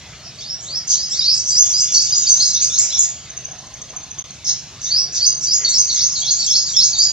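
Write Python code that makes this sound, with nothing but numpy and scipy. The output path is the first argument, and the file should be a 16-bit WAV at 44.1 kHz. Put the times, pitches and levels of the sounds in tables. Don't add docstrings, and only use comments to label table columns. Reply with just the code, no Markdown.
import sys
import numpy as np
from scipy import signal
from scipy.fft import rfft, irfft, next_fast_len
from scipy.io import wavfile
from scipy.ndimage import uniform_filter1d, minimum_filter1d, map_coordinates

SR = 44100
rng = np.random.default_rng(int(sys.argv[2]) if len(sys.argv) > 2 else 0)


def gain_from_decibels(decibels):
    exponent = np.asarray(decibels, float) / 20
    return 10 ** exponent


def log_audio(samples):
    frames = np.atleast_2d(samples).T
    limited = np.clip(frames, -1, 1)
    pcm = np.round(limited * 32767).astype(np.int16)
    wavfile.write(sys.argv[1], SR, pcm)


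N = 313992


def unit(x):
    return x / np.sqrt(np.mean(x ** 2) + 1e-20)


def along(points, hz):
    f, v = np.transpose(points)
    return np.interp(np.log(hz + 1), np.log(f + 1), v)


def filtered(x, response):
    m = next_fast_len(N + 8192)
    return irfft(rfft(x, m) * response(np.fft.rfftfreq(m, 1 / SR)), m)[..., :N]


def smoothed_power(x):
    return np.abs(uniform_filter1d(np.mean(x ** 2, axis=0), size=1024))


def wobble(n, rate_hz):
    knots = rng.standard_normal(int(n * rate_hz / SR) + 4)
    return map_coordinates(knots, [np.arange(n) * rate_hz / SR])


def rush(spectrum, patchy_db):
    # (f/Hz, correlation)
    alike_points = [(60, .93), (1000, .93), (2500, .85), (5000, .7), (9000, .3)]
    z = signal.stft(rng.standard_normal((2, N + 512)), nperseg=512)[2]
    field = uniform_filter1d(rng.standard_normal(z.shape[1:]), size=3, axis=0)
    field = uniform_filter1d(field, size=14, axis=1)
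    pair = signal.istft(z * gain_from_decibels(patchy_db * unit(field)), nperseg=512)[1][:, :N]

    def mid_side(hz):
        angle = np.arccos(np.clip(along(alike_points, hz), -1, 1)) / 2
        return gain_from_decibels(along(spectrum, hz)) * [np.cos(angle), np.sin(angle)]

    mid, side = filtered(pair, mid_side)
    return unit(np.array([mid + side, mid - side]))


def town():
    # (f/Hz, density/dB per Hz)
    rumble_points = [(15, -67), (25, -36.5), (45, -6.5), (65, 1.5), (146, 3), (237, -9.5), (302, -10),
                     (450, -23.5), (580, -39.5), (990, -120)]
    # (f/Hz, density/dB per Hz)
    hiss_points = [(200, -42), (330, -14.5), (540, -14), (670, -9.5), (870, -13.5), (1860, -14.5),
                   (2900, -11.5), (3700, -10), (6700, -10), (8400, -29), (10000, -35), (12500, -39),
                   (15300, -49.5), (15900, -71)]
    rumble = gain_from_decibels(-2.5) * rush(rumble_points, patchy_db=-0.45)
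    hiss = gain_from_decibels(2.5) * rush(hiss_points, patchy_db=3.0)
    return gain_from_decibels(-43) * (rumble + hiss)


def whistle(rows, flutter_hz, flutter_db, breath_db, edge_s):
    s, hz, db = np.transpose(rows)
    t = np.arange(s[0], s[-1], 1 / SR)
    pitch_hz = uniform_filter1d(np.interp(t, s, hz), size=130) + flutter_hz * wobble(len(t), 395.5)
    phase = 2 * np.pi * np.cumsum(pitch_hz) / SR
    ends = np.clip(np.minimum(t - s[0], s[-1] - t) / edge_s, 0, 1)
    level = gain_from_decibels(np.interp(t, s, db) + flutter_db * wobble(len(t), 152.6))
    level = level * np.sin(ends * np.pi / 2) ** 2
    breath = gain_from_decibels(breath_db) * wobble(len(t), 2400)
    return level * (1 + breath) * np.sin(phase)


def garden(direct_db, echo_db, tail_db, rise_s, t60_s, alike):
    # (delay/s, level/dB)
    echoes = [(.008, -12), (.017, -13), (.030, -7), (.047, -14), (.062, -15)]
    t = np.arange(SR // 2) / SR
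    shared, own = rng.standard_normal((2, len(t)))
    alike = np.clip(alike, 0, 1)
    scatter = np.array([shared, alike * shared + np.sqrt(1 - alike ** 2) * own])
    build = 1 - np.exp(-(t / rise_s) ** 2)
    decay = gain_from_decibels(-60 * t / t60_s) + gain_from_decibels(-18 - 60 * t / .7)
    shape = build * decay
    answer = gain_from_decibels(tail_db) * scatter * shape / np.linalg.norm(shape)
    for delay_s, db in echoes:
        skew = rng.integers(0, 4, size=2)
        answer[[0, 1], round(delay_s * SR) + skew] += gain_from_decibels(db + echo_db)
    answer[:, 0] += gain_from_decibels(direct_db)
    return answer


def heard(dry, **space):
    return signal.fftconvolve(dry[None], garden(**space), axes=1)[:, :N]


def add(out, s, tone):
    start = round(s * SR)
    out[start:start + len(tone)] += tone


def glides(table, flutter_hz, breath_db, edge_s, **space):
    dry = np.zeros(N)
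    for s, length_s, from_hz, to_hz, db in table:
        rows = [(s, from_hz, db), (s + length_s, to_hz, db)]
        add(dry, s, whistle(rows, flutter_hz, 4.07, breath_db, edge_s))
    return heard(dry, **space)


def distant_birds():
    # (t/s, length/s, from f/Hz, to f/Hz, level/dB)
    calls = [(.0, 0.08, 2045, 2070, -53), (.105, 0.053, 1990, 2553, -46.5), (.185, 0.025, 2460, 2080, -62),
             (1.61, 0.12, 3500, 3350, -44.5), (1.82, 0.053, 2810, 2915, -39.5),
             (1.87, 0.047, 3570, 3340, -39), (2.06, 0.066, 3534, 3866, -38.5),
             (2.19, 0.095, 4000, 3546, -42), (2.58, 0.066, 2683, 2430, -44.5),
             (2.78, 0.086, 2084, 2440, -46.5), (3.47, 0.085, 644, 722, -49),
             (3.63, 0.025, 1156, 1080, -41.5), (3.04, 0.03, 4920, 4800, -32.5), (3.87, 0.17, 641, 800, -53),
             (3.92, 0.034, 1140, 1030, -45), (5.6, .05, 1974, 2174, -41.5), (5.93, 0.097, 2076, 2143, -48)]
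    return glides(calls, flutter_hz=86, breath_db=-1.5, edge_s=0.016,
                  direct_db=1.0, echo_db=-5.8, tail_db=2.5, rise_s=0.0048, t60_s=0.79, alike=1.0)


def answerer():
    # (t/s, length/s, from f/Hz, to f/Hz, level/dB)
    chips = [(.225, 0.031, 5630, 5060, -35.5), (.372, .03, 7190, 4460, -39.5),
             (.605, 0.011, 6400, 7130, -17.5), (.63, 0.042, 8200, 5680, -45),
             (.868, 0.035, 7430, 4180, -23), (.885, 0.04, 6600, 5950, -26.5),
             (1.09, 0.036, 7750, 4930, -28), (1.335, 0.026, 8500, 5600, -28.5),
             (1.44, 0.041, 6390, 5590, -22), (1.475, 0.02, 7800, 6000, -28), (1.62, 0.029, 8020, 5400, -26),
             (1.775, 0.025, 7440, 6040, -25.5), (1.915, 0.018, 7600, 5000, -16.5),
             (2.15, 0.028, 8100, 7000, -60), (2.515, 0.037, 7200, 6430, -60),
             (4.44, 0.036, 6920, 4360, -22), (4.455, 0.028, 6690, 5880, -25), (4.8, 0.039, 6880, 4620, -26),
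             (4.84, 0.022, 6700, 5800, -24.5), (5.12, 0.037, 6790, 4510, -23),
             (5.215, 0.008, 7330, 6800, -19.5), (5.405, 0.032, 6830, 4270, -25.5),
             (5.6, 0.04, 6580, 5520, -32.5)]
    return glides(chips, flutter_hz=380, breath_db=-9, edge_s=.01,
                  direct_db=-4, echo_db=4, tail_db=8, rise_s=.022, t60_s=.24, alike=.7)


def flicks_and_rises():
    # (t/s, length/s, from f/Hz, to f/Hz, level/dB)
    flicks = [(1.16, 0.03, 4800, 6060, -28.5), (1.688, 0.038, 5200, 6450, -19.5),
              (1.94, .012, 4920, 6270, -24), (4.837, 0.011, 5220, 6030, -48),
              (5.161, 0.011, 5000, 5930, -40), (5.419, 0.022, 5000, 6300, -37),
              (5.685, 0.015, 5600, 6350, -15), (6.199, 0.012, 5500, 7270, -11.5),
              (6.451, 0.021, 4900, 6400, -17.5), (5.875, .02, 4100, 4670, -28),
              (5.712, .022, 3950, 4880, -17.5), (0.383, 0.032, 4210, 5500, -33),
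              (1.103, .035, 4920, 6040, -20.5), (1.373, 0.011, 4890, 6080, -11.5),
              (1.378, .03, 6140, 5940, -22.5), (5.928, 0.017, 5760, 6960, -16)]
    # (t/s, length/s, from f/Hz, to f/Hz, level/dB)
    rises = [(1.202, .062, 3620, 4477, -20.5), (2.366, 0.038, 3800, 4130, -28),
             (2.472, 0.081, 3870, 4490, -28.5), (2.542, 0.07, 3415, 4564, -25.5),
             (2.696, 0.088, 3390, 4460, -26), (2.894, 0.027, 3670, 4260, -29.5),
             (2.908, 0.064, 3100, 4270, -28.5), (4.85, 0.059, 3460, 4270, -32.5),
             (5.173, .035, 3670, 4210, -36.5)]
    return [[(s, from_hz, db), (s + length_s, to_hz, db)]
            for s, length_s, from_hz, to_hz, db in flicks + rises]


def slur(knee_s, lead_s, db, from_hz, from_db, bow, bow_db, knee_hz, jump_s, top_hz, top_db, hold_s, fade_db):
    top_s = knee_s + jump_s
    return [(knee_s - lead_s, from_hz, db + from_db),
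            (knee_s - lead_s / 2, from_hz + bow * (knee_hz - from_hz), db + bow_db),
            (knee_s, knee_hz, db),
            (knee_s + jump_s / 2, (knee_hz + top_hz) / 2, db - 5.5),
            (top_s, top_hz, db + top_db),
            (top_s + hold_s, top_hz, db + top_db + fade_db)]


def climbs_and_scoops():
    # (knee t/s, lead/s, knee f/Hz, top f/Hz, level/dB)
    climbs = [(.515, 0.11, 5480, 5730, -19.5), (.745, 0.1, 4960, 5830, -18),
              (1.005, .085, 4940, 5340, -16.5), (1.2, 0.084, 4950, 5480, -15)]
    scoops = [(6.012, 0.051, 4510, 6160, -12), (6.292, .075, 4426, 6870, -10),
              (6.556, .085, 4480, 6610, -10), (6.822, .087, 4510, 6780, -8.5)]
    climb = dict(from_hz=3150, from_db=-21.5, bow=.66, bow_db=-7.5, jump_s=0.029, top_db=-1, hold_s=0.016, fade_db=-18)
    scoop = dict(from_hz=3260, from_db=-13.5, bow=.3, bow_db=-19.5, jump_s=0.025, top_db=-3, hold_s=0.041, fade_db=-17.5)
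    notes = []
    for table, kind in [(climbs, climb), (scoops, scoop)]:
        for s, lead_s, knee_hz, top_hz, db in table:
            notes.append(slur(s, lead_s, db, knee_hz=knee_hz, top_hz=top_hz, **kind))
    return notes


def steps():
    # (knee t/s, lead/s, jump/s, top f/Hz, level/dB)
    high_steps = [(1.555, .055, .035, 6350, -10.5), (1.775, 0.045, .045, 6500, -11.5),
                  (2.14, 0.021, 0.018, 6850, -10), (5.51, .045, .035, 6730, -10),
                  (5.765, .03, 0.022, 6250, -12.5)]
    wide_steps = [(4.962, .06, 0.03, 5785, -10.5), (5.25, .047, 0.016, 6266, -10.5)]
    low_steps = [(1.29, 0.034, 0.012, 5340, -7), (1.995, .06, .02, 7060, -11),
                 (7.012, .037, .015, 6760, -9.5)]
    swoops = [(2.28, 0.013, 0.0085, 6180, -8), (2.43, 0.032, .025, 6450, -10.5)]
    high_step = dict(from_hz=4700, from_db=-5.5, bow=0.76, bow_db=-4, knee_hz=4940, top_db=-1.5, hold_s=.05, fade_db=-15)
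    wide_step = dict(from_hz=4300, from_db=-1.5, bow=0.6, bow_db=-2.5, knee_hz=4950, top_db=-2, hold_s=.04, fade_db=-16)
    low_step = dict(from_hz=4380, from_db=-4, bow=.55, bow_db=-3, knee_hz=4740, top_db=-4.5, hold_s=.04, fade_db=-13)
    swoop = dict(from_hz=4100, from_db=-2, bow=.55, bow_db=0, knee_hz=4900, top_db=-1, hold_s=0.037, fade_db=-12.5)
    kinds = [(high_steps, high_step), (wide_steps, wide_step), (low_steps, low_step), (swoops, swoop)]
    notes = []
    for table, kind in kinds:
        for s, lead_s, jump_s, top_hz, db in table:
            notes.append(slur(s, lead_s, db, jump_s=jump_s, top_hz=top_hz, **kind))
    return notes


def falls():
    # (t/s, from f/Hz, level/dB)
    plain = [(2.075, 6940, -17), (2.21, 6540, -21.5), (2.336, 5970, -18), (2.53, 6420, -18),
             (2.722, 5940, -18), (2.93, 5980, -19)]
    tinkles = [(2.41, 8550, -30.5), (2.62, 8200, -28), (2.815, 8580, -31.5)]
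    length_s = .028
    notes = []
    for table, drop_hz in [(plain, 740), (tinkles, 280)]:
        notes += [[(s, hz, db), (s + length_s, hz - drop_hz, db)] for s, hz, db in table]
    return notes


def placed(shape, s, db):
    return [(s + late_s, hz, db + more_db) for late_s, hz, more_db in shape]


def arches():
    # (t/s, f/Hz, fall/s, level/dB)
    crests = [(2.617, 6910, .043, -7.5), (2.792, 7190, .053, -10), (2.99, 7040, 0.046, -8.5)]
    # (foot t/s from crest, others as share of the fall; f/Hz, level/dB)
    arch = [(-.009, 5790, 1.5), (.4, 6366, -5.5), (1, 4650, -16.5)]
    foot, *down = arch
    notes = []
    for s, hz, fall_s, db in crests:
        shape = [foot, (0, hz, 0)] + [(share * fall_s, *rest) for share, *rest in down]
        notes.append(placed(shape, s, db))
    return notes


def refrains():
    # (crest t/s, perch/s, dip level/dB, hook level/dB, held level/dB)
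    crests = [(5.693, .004, -17.5, -8, -16), (5.939, 0.0046, -19.5, -14, -18),
              (6.201, 0.0065, -19.5, -16, -19), (6.454, 0.034, -22.5, -11.5, -14.5),
              (6.718, 0.028, -24, -14, -13.5), (6.98, .018, -21, -13, -19.5)]
    # (t/s from crest, f/Hz, level/dB)
    dip = [(-.045, 4586, 7), (-.026, 3697, -6), (-.008, 3823, -13.5)]
    hook = [(-.014, 7050, -15.5), (0, 7400, -12), (.008, 6790, -2), (.016, 5230, -1)]
    held = [(.043, 5530, 4.5), (.068, 5364, 0.5)]
    late_s, perch_hz, _ = dip[0]
    notes = []
    for s, perch_s, dip_db, hook_db, held_db in crests:
        perched_dip = [(late_s - perch_s, perch_hz, -7.5)] + dip
        notes += [placed(perched_dip, s, dip_db), placed(hook, s, hook_db), placed(held, s, held_db)]
    return notes


def singer():
    dry = np.zeros(N)
    notes = flicks_and_rises() + climbs_and_scoops() + steps() + falls() + arches() + refrains()
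    for rows in notes:
        tone = whistle(rows, flutter_hz=75, flutter_db=4.4, breath_db=-21, edge_s=.006)
        add(dry, rows[0][0], tone)
    return heard(dry, direct_db=-3.5, echo_db=-5.5, tail_db=-0.5, rise_s=0.0033, t60_s=0.32, alike=0.78)


def chatter():
    # (t/s, level/dB)
    envelope = [(.85, -88), (1.0, -39), (1.6, -36), (2.3, -29), (2.95, -30), (3.1, -62.5), (5.45, -66.5),
                (5.9, -29.5), (6.8, -32), (7.12, -42)]
    s, db = np.transpose(envelope)
    notes = []
    for k, (late, length, pitch, bend) in enumerate(rng.random((352, 4))):
        start_s = (k + late) / 50
        length_s = 0.01164 + 0.0194 * length
        from_hz = 4700 + 2100 * pitch
        to_hz = from_hz + 1800 * (bend - .5)
        notes.append((start_s, length_s, from_hz, to_hz, np.interp(start_s, s, db, left=-90)))
    return glides(notes, flutter_hz=136, breath_db=-16.5, edge_s=0.0037,
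                  direct_db=-2.0, echo_db=8.5, tail_db=5.5, rise_s=0.007, t60_s=0.25, alike=0.43)


def triller():
    # (t/s, peak level/dB)
    trill = [(3.2934, -32), (3.366, -29.5), (3.4426, -34), (3.5109, -33.5), (3.5807, -36), (3.6611, -40),
             (3.7375, -33), (3.8132, -34), (3.893, -34.5), (3.9615, -32), (4.0302, -34.5), (4.1024, -33.5),
             (4.1844, -29), (4.3044, -32)]
    notes = [(s - .002, .02, 6500, 6020, db + 0.5) for s, db in trill]
    return glides(notes, flutter_hz=60, breath_db=-20, edge_s=.006,
                  direct_db=0, echo_db=-4, tail_db=-7, rise_s=.006, t60_s=.2, alike=.75)


def housing(hz):
    damping = 1j * hz * 160
    resonance = 1 + gain_from_decibels(2.5) * damping / (6200 ** 2 - hz * hz + damping)
    return resonance / (1 + (hz / 8000) ** 24 / 4)


def scene():
    birds = distant_birds() + answerer() + singer() + chatter() + triller()
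    return filtered(birds, housing) * gain_from_decibels([[-.7], [.7]]) + town()


def port_delay(x):
    # (f/Hz, phase/rad)
    lead_points = [(1500, 0), (3000, -.5), (5000, -1.0), (6200, -1.8), (7000, -1.9), (8200, -1.2)]
    sides = np.array([[1], [-1]])
    return filtered(x, lambda hz: np.exp(.5j * along(lead_points, hz) * sides))


def starve_air(x, power):
    starved = 1 / (1 + (gain_from_decibels(-27) ** 2 / (power + 1e-12)) ** 4)
    x = x - starved * filtered(x, lambda hz: (hz > 8700) * (hz < 11800))
    low_air = filtered(x, lambda hz: (hz > 7650) * (hz <= 8700))
    weak = 1 / (1 + (smoothed_power(low_air) / gain_from_decibels(-53) ** 2) ** 4)
    return x - starved * weak * low_air


def overload(x, power):
    noise = rng.standard_normal((2, N))
    fizz = filtered(noise, lambda hz: np.clip((hz - 7500) / 4500, 0, 1) * (hz < 15300))
    x = x + gain_from_decibels(-55) * np.minimum(power / gain_from_decibels(-12) ** 2, 1) ** 4 * fizz
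    return x + gain_from_decibels(-40.5) * x ** 2


def limiter(x):
    peak = -minimum_filter1d(-np.abs(x).max(axis=0), size=441)
    return x * uniform_filter1d(np.minimum(1, .97 / peak), size=221)


def brief_mute(x):
    # (start t/s, end t/s)
    hole = (4.2255, 4.2402)
    t = np.arange(N) / SR
    outside_s = np.maximum(hole[0] - t, t - hole[1])
    return x * np.clip(outside_s / .001, .025, 1)


def low_pass(x):
    return signal.sosfilt(signal.butter(12, 15830, fs=SR, output="sos"), x)


def record(dry):
    x = port_delay(dry)
    power = smoothed_power(x)
    x = starve_air(x, power)
    x = overload(x, power)
    x = brief_mute(limiter(x))
    return low_pass(np.clip(x, -1, 1))


dry = scene()
out = record(dry)
log_audio(out)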